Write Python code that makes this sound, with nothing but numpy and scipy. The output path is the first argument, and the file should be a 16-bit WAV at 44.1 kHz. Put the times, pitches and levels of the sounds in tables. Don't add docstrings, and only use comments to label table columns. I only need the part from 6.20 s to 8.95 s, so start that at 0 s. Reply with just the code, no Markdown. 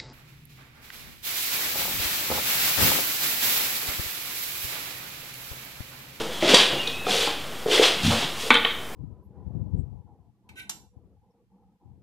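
import sys
import numpy as np
from scipy import signal
from scipy.fft import rfft, irfft, next_fast_len
from scipy.io import wavfile
from scipy.ndimage import uniform_filter1d, map_coordinates

SR = 44100
rng = np.random.default_rng(int(sys.argv[2]) if len(sys.argv) > 2 else 0)


def magnitude_from_level(level_db):
    exponent = np.asarray(level_db, float) / 20
    return 10 ** exponent


def digitize_waveform(pressure):
    field = np.atleast_2d(pressure).T
    bounded = np.clip(field, -1, 1)
    quanta = np.round(bounded * 32767).astype(np.int16)
    wavfile.write(sys.argv[1], SR, quanta)


N = 121275


def unit(x):
    return x / np.sqrt(np.mean(x ** 2) + 1e-20)


def along(points, hz):
    f, v = np.transpose(points)
    return np.interp(np.log(hz + 1), np.log(f + 1), v)


def wobble(rate_hz):
    knots = rng.standard_normal(int(N * rate_hz / SR) + 4)
    return map_coordinates(knots, [np.arange(N) * rate_hz / SR])


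def filtered(x, response):
    m = next_fast_len(N + 8192)
    return irfft(rfft(x, m) * response(np.fft.rfftfreq(m, 1 / SR)), m)[..., :N]


def noise(response):
    return unit(filtered(rng.standard_normal(N), response))


def evened(x, window):
    return unit(x / (abs(uniform_filter1d(x ** 2, size=window)) + .1) ** .35)


def peaks(table):
    def response(f):
        return sum((-1) ** k * magnitude_from_level(db) * 1j * f * w / (c * c - f * f + 1j * f * w)
                   for k, (c, w, db) in enumerate(table))
    return response


def add(track, start_s, sound):
    part = track[max(round(start_s * SR), 0):][:len(sound)]
    part += sound[:len(part)]


def ring(modes, attack_s, spread_db):
    t = np.arange(SR // 2) / SR
    out = np.zeros(len(t))
    for hz, db, t60 in modes:
        out += magnitude_from_level(db + spread_db * rng.normal() - 60 * t / t60) * np.sin(2 * np.pi * hz * t)
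    return (1 - np.exp(-t / attack_s)) * out


def pings(table, rise_s):
    out, t = np.zeros(N), np.arange(SR // 4) / SR
    for start_s, peak_db, pitch_hz, t60_s in table:
        decay = magnitude_from_level(peak_db - 60 * t / t60_s) * (1 - np.exp(-t / rise_s))
        add(out, start_s, decay * np.sin(2 * np.pi * pitch_hz * t))
    return out


# start_s, peak_db, pitch_hz, t60_s, overtones_db
TAPS = [(0.063, -20, 505, 0.045, -3), (0.2242, -11.5, 614, 0.11, -7), (.252, -10, 640, 0.053, -27),
        (0.3344, -13.5, 478, 0.088, -1), (0.528, -19.5, 354, 0.099, 2), (.676, -22, 468, 0.066, -9),
        (.867, -9, 748, 0.023, -8.5), (.883, -13.5, 730, 0.05, -19), (1.073, -12.5, 816, 0.03, -1),
        (1.4602, -6, 440, 0.034, -7.5), (1.509, -37, 424, 0.056, -10.5), (1.592, -12, 451, 0.03, -16),
        (1.928, -14.5, 494, 0.055, -3), (2.024, -18.5, 718, 0.042, 2)]
# ratio_to_pitch, level_db
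BOARD_OVERTONES = [(.4, -2), (.56, -3), (1.28, -6), (1.62, -8), (2.4, -20)]
# start_s, peak_db,
# pitch_hz, t60_s
THUMPS = [(.2246, -17.5, 338, 0.11), (.3352, 2.5, 491, 0.033), (.338, -5, 199, 0.051),
          (.3405, -7.5, 420, 0.026), (.351, -8.5, 526, .04), (.8672, -13, 430, 0.028),
          (1.5958, 6.5, 448, 0.019), (1.609, -7, 423, 0.037), (2.04, -28, 159, 0.52),
          (2.3065, -16, 240, 0.089), (2.311, -16.5, 869, 0.13), (2.349, -18.5, 472, 0.083),
          (2.4485, -20.5, 463, .07)]


def taps():
    out = pings(THUMPS, rise_s=.0023)
    for start_s, peak_db, pitch_hz, t60_s, over_db in TAPS:
        overtones = [(pitch_hz * ratio, db + over_db, t60_s) for ratio, db in BOARD_OVERTONES]
        board = ring([(pitch_hz, 0, t60_s)] + overtones, attack_s=.0016, spread_db=1)
        add(out, start_s, magnitude_from_level(peak_db - 3) * board)
    return out


# start_s, rise_s, hold_s, level_db,
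# extra_air_db
SCUFFS = [(-.05, 0.047, 0.022, -33.5, 1), (0.033, 0.098, 0.048, -40, 3), (0.227, .002, .035, -36, -18),
          (0.207, 0.087, 0.049, -18, -4), (0.463, 0.055, 0.22, -40.5, 1),
          (0.334, 0.019, 0.057, -20.5, -6.5), (0.851, 0.044, 0.13, -25, 2.5),
          (1.022, 0.038, 0.057, -37, -28), (1.146, .06, 0.23, -45, -3), (1.465, 0.055, 0.06, -21, 0),
          (1.606, 0.023, 0.037, -19, -4.5), (1.77, 0.075, 0.098, -26.5, 2.5),
          (1.95, 0.04, 0.054, -30.5, -6), (2.088, 0.11, 0.083, -35.5, 7.5)]
# freq_hz, level_db_per_hz
SOLE_COLOUR = [(410, -22), (700, -8), (1430, -10), (1610, -8.5), (1850, -8.5), (3450, -0.5), (3830, -4.5),
               (9630, -20), (15600, -33)]


def scuffs():
    rise_db, fall_db_per_s, air_hz = 20, 180, 7000
    grit_per_s, grit_spread_db, grit_share = 5000, 1.5, 0.26
    t = np.arange(N) / SR
    grains = (rng.random(N) < grit_per_s / SR) * rng.standard_normal(N)
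    grains = unit(grains * magnitude_from_level(grit_spread_db * rng.exponential(size=N)))
    grit = np.sqrt(grit_share) * grains + np.sqrt(1 - grit_share) * rng.standard_normal(N)
    rub = unit(filtered(grit, lambda hz: magnitude_from_level(along(SOLE_COLOUR, hz))))
    air = filtered(rub, lambda hz: 1 / (1 + (air_hz / (hz + 1)) ** 4))
    out = np.zeros(N)
    for start_s, rise_s, hold_s, level_db, air_db in SCUFFS:
        below_db = rise_db * np.clip(1 - (t - start_s) / rise_s, 0, None) ** 0.75
        fall_db = fall_db_per_s * np.clip(t - start_s - rise_s - hold_s, 0, None)
        slide = magnitude_from_level(level_db - below_db - fall_db) * (t > start_s)
        out += slide * (rub + (magnitude_from_level(air_db) - 1) * air)
    return out * magnitude_from_level(0.37 * wobble(40.5) + 0.79 * wobble(150))


# start_s, length_s, level_db, pitch_hz, width_hz
DRAGS = [(0, 0.0046, -26, 380, 714), (0.225, 0.12, -24.5, 326, 438), (0.424, 0.15, -36.5, 437, 546),
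         (0.864, 0.17, -31.5, 460, 132), (0.888, 0.024, -34.5, 187, 100), (1.469, 0.14, -26, 421, 183),
         (1.604, 0.017, -23, 447, 338), (1.615, 0.025, -28, 1185, 253), (1.743, 0.18, -37.5, 215, 151),
         (1.901, 0.02, -27, 770, 720), (2.231, 0.073, -36, 458, 90)]


def drags():
    rise_s, fall_db_per_s, lumps_db = .008, 281, 1.5
    t, out = np.arange(N) / SR, np.zeros(N)
    for start_s, length_s, level_db, pitch_hz, width_hz in DRAGS:
        resonance = peaks([(pitch_hz, width_hz, 0)])
        hum = evened(noise(lambda f: resonance(f) ** 2), SR // 40)
        fall_db = fall_db_per_s * np.clip(t - start_s - length_s, 0, None)
        level = magnitude_from_level(level_db + lumps_db * wobble(46.14) - fall_db)
        out += level * np.clip((t - start_s) / rise_s, 0, 1) * hum
    return out


# start_s, peak_db, length_s, rise_s
TICKS = [
    (0.234, -34, 0.005, 0.00038),
    (0.3418, -3, 0.014, 0.0022),
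    (0.6754, -17, 0.0054, 0.0002),
    (0.916, -28, .005, 0.0017),
    (0.959, -20, 0.0036, 0.001),
    (1.071, -17.5, 0.0063, 0.0031),
    (2.026, -36, 0.009, .003),
]
# freq_hz, level_db_per_hz
TICK_COLOUR = [(500, -7), (900, 4.5), (1900, -12), (3300, 13), (4700, -3), (5600, -0.5), (11000, -18),
               (12800, -42)]
# start_s, peak_db, pitch_hz, t60_s
SNAPS = [(.2242, -10, 2110, 0.0064), (.2244, -19, 3320, .02), (.3445, -15, 1880, 0.044),
         (.3452, -4.5, 4680, .025), (.343, -16, 8500, 0.026), (.346, -10.5, 5900, 0.022),
         (.6735, -9.5, 3830, 0.0057), (.6759, -13, 3860, 0.0059), (.6737, -25, 5470, 0.0078),
         (.8671, -18, 1250, 0.019), (.8675, -20.5, 3550, 0.017), (.9098, -16.5, 3390, .035),
         (.9168, -16, 3400, 0.0091), (1.513, -12.5, 3080, .03), (1.549, -10.5, 3300, .04),
         (1.5785, -13, 2070, 0.026), (.347, -23.5, 10900, 0.018)]


def ticks():
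    t = np.arange(N) / SR
    crack = evened(noise(lambda hz: magnitude_from_level(along(TICK_COLOUR, hz))), SR // 400)
    level = np.zeros(N)
    for start_s, peak_db, length_s, rise_s in TICKS:
        fall_db = 20 * np.clip((t - start_s) / length_s, 0, 20) ** 2
        level += magnitude_from_level(peak_db - 4.5 - fall_db) * np.clip((t - start_s) / rise_s, 0, 1)
    return pings(SNAPS, rise_s=0.0003) + crack * level


# start_s, pitch_hz, level_db, smear_hz
SQUEAK = [
    (0.082, 3400, -45, 120),
    (0.18, 3250, -34, 70),
    (0.3, 3150, -44, 70),
    (0.382, 2970, -32, 45),
    (0.499, 2900, -38, 35),
    (0.6, 2826, -31.5, 35),
    (.618, 2825, -31, 35),
          (.625, 2560, -42, 30),
    (.66, 2480, -37, 24.8),
    (.72, 2550, -41, 25),
    (.8, 2624, -37.5, 30),
    (.845, 2580, -39, 35),
    (.86, 2480, -38, 60),
    (.89, 2440, -42, 70),
    (.91, 2340, -57, 40.3),
]


def squeak():
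    waver_hz, flutter_db = 12, 2
    s, hz, db, smear_hz = np.transpose(SQUEAK)
    t = np.arange(N) / SR
    pitch_hz = np.interp(t, s, hz) + waver_hz * wobble(30.14) + np.interp(t, s, smear_hz) * wobble(300)
    level_db = np.interp(t, s, db, -90, -90) + flutter_db * wobble(57.6)
    return magnitude_from_level(level_db) * np.sin(2 * np.pi * np.cumsum(pitch_hz) / SR)


# start_s, peak_db
JUDDER = [
    (1.838, -18),
    (1.85, -13),
    (1.863, -16.5),
    (1.869, -13.5),
    (1.878, -13.5),
    (1.881, -11),
    (1.894, -24),
    (1.903, -20),
    (1.911, -21),
]
# freq_hz, level_db, t60_s
JOISTS = [(70, -15, 0.35), (90, -11, 0.28), (160, -7, 0.28), (216.3, -5, 0.24)]


def judder():
    push_s, half = 0.001, 400
    u = np.arange(-half, half) / SR / push_s
    push = .5 * np.exp(-(u - 2.2) ** 2 / 2) - np.exp(-u ** 2 / 2)
    out = np.zeros(N)
    for start_s, peak_db in JUDDER:
        add(out, start_s - half / SR, magnitude_from_level(peak_db) * push)
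        add(out, start_s, magnitude_from_level(peak_db - 9) * ring(JOISTS, attack_s=0.0039, spread_db=1))
    return out


# start_s, peak_db, length_s, body_db, crack_db
KNOCKS = [
    (2.3042, -2.5, 0.011, 4.5, -28.5),
    (2.311, -14, 0.16, 2, -45),
    (2.341, -10.5, 0.01, -22, -17.5),
    (2.352, -5, 0.013, -8, -36),
    (2.369, -9, 0.0081, -18, -50),
    (2.4487, -13, 0.0083, -6.5, -50),
    (2.465, -22, 0.11, -13, -40),
    (2.505, -22, 0.021, -8, -50),
]
# freq_hz, width_hz, level_db
LID = [(240, 56, 5.5), (480, 65, 1), (760, 370, -2.5), (1160, 96, 9), (1490, 70, 8), (1800, 76, 3.5),
       (2251, 145, 8), (2680, 68, 4.5)]
# freq_hz, width_hz, level_db
FITTINGS = [(1920, 1300, -2.5), (3150, 950, 0.5), (3600, 930, -0.5), (4660, 450, -28)]
# freq_hz, width_hz, level_db
CRACK = [(4480, 1800, 0), (9060, 760, 3)]
# start_s, peak_db, pitch_hz, t60_s
CLINKS = [(2.3057, -4, 2251, 0.056), (2.3058, -15, 1160, 0.037), (2.4482, -15, 760, .015),
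          (2.3105, -9, 3410, 0.017), (2.3225, -21, 3480, .025), (2.3285, -15, 3400, .02),
          (2.334, -16, 3610, .02), (2.342, -10, 3150, .035), (2.3502, -10, 3150, 0.029),
          (2.356, -14, 3540, .025), (2.364, -12.5, 3500, 0.036), (2.3705, -11, 3180, 0.027),
          (2.4484, -7.5, 3110, 0.025), (2.4525, -16, 3840, 0.017), (2.452, -13, 1860, 0.02),
          (2.4495, -18, 2540, 0.024), (2.4605, -15, 1140, 0.015), (2.4705, -21, 3380, 0.023),
          (2.5028, -20.5, 3260, 0.028), (2.507, -25, 3680, .03)]


def knocks():
    blow_db, rough_db, rise_s = 22, -5, 0.00049
    lid_top_hz, fittings_top_hz, crack_top_hz = 3570, 4230, 11000
    t = np.arange(N) / SR
    start_s, peak_db, length_s, body_db, crack_db = np.transpose(KNOCKS)[:, :, None]
    short = length_s < .05
    hits = magnitude_from_level(peak_db - 20 * np.clip((t - start_s) / length_s, 0, 20))
    hits = hits * np.clip((t - start_s) / rise_s, 0, 1)
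    blows = magnitude_from_level(peak_db + blow_db) * (np.arange(N) == np.round(start_s * SR) + 20) * short
    shake = np.sign(rng.standard_normal((3, N)))

    def lid_response(hz):
        return peaks(LID)(hz) / (1 + 1j * (hz / lid_top_hz) ** 5)

    def fittings_response(hz):
        bands = sum(magnitude_from_level(db) * peaks([(c, w, 0)])(hz) ** 2 for c, w, db in FITTINGS)
        return bands / (1 + (hz / fittings_top_hz) ** 10)

    def crack_response(hz):
        return peaks(CRACK)(hz) / (1 + (hz / crack_top_hz) ** 8)

    drive = magnitude_from_level(body_db) * (magnitude_from_level(rough_db * short) * hits * shake[0] + blows)
    body = filtered(drive.sum(0), lid_response)
    fittings = filtered((hits * shake[1]).sum(0), fittings_response)
    crack = filtered((magnitude_from_level(crack_db) * hits).sum(0) * shake[2], crack_response)
    return pings(CLINKS, rise_s=0.0003) + 0.87 * body + 1.26 * fittings + 2.7 * crack


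# freq_hz, t60_s
ROOM = [(100, 0.32), (500, 0.46), (1500, 0.7), (3500, 0.67), (6000, 0.28), (15000, 0.71)]


def room(x, wet_db):
    out, step = np.pad(x, (0, 2 * SR)), SR // 4
    for at in range(0, N, step):
        hz, t, z = signal.stft(rng.standard_normal(SR), SR, nperseg=256)
        decay = magnitude_from_level(-60 * t / along(ROOM, hz)[:, None])
        tail = signal.istft(z * decay, SR, nperseg=256)[1]
        echo = signal.fftconvolve(x[at:at + step], tail / np.linalg.norm(tail))
        add(out, at / SR + .006, magnitude_from_level(wet_db) * echo)
    return out[:N]


# freq_hz, level_db_per_hz
HUSH = [(26, -49), (45, -6), (237, -3.5), (768, -7), (912, -9.5), (1060, -8), (2200, -13.5), (2810, -19),
        (15600, -25)]


def hush():
    return magnitude_from_level(-38.5 + 0.68 * wobble(1)) * noise(lambda hz: magnitude_from_level(along(HUSH, hz)))


WET_DB = [-5, -3, -2, -1.5, -1, -8]


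def scene():
    low_cut_hz, judder_cut_hz = 110, 45
    sources = [scuffs(), taps() + drags(), ticks(), squeak(), judder(), knocks()]
    *steps, heavy, lid = [room(x, wet_db) for x, wet_db in zip(sources, WET_DB)]
    light = filtered(sum(steps) + lid, lambda hz: (1j * hz / (1j * hz + low_cut_hz)) ** 2)
    heavy = filtered(heavy, lambda hz: hz ** 2 / (hz ** 2 + judder_cut_hz ** 2))
    mono = light + heavy + hush()
    return np.array([mono, mono])


def low_pass(x):
    return signal.sosfilt(signal.butter(12, 15710, fs=SR, output="sos"), x)


def record(dry):
    offset, top, hardness, top_hz = -.0152, 1.0, 8, 15720
    x = dry + offset
    x = x / (1 + np.abs(x / top) ** hardness) ** (1 / hardness)
    mix = filtered(x, lambda hz: hz < top_hz)
    return low_pass(mix)


dry = scene()
out = record(dry)
digitize_waveform(out)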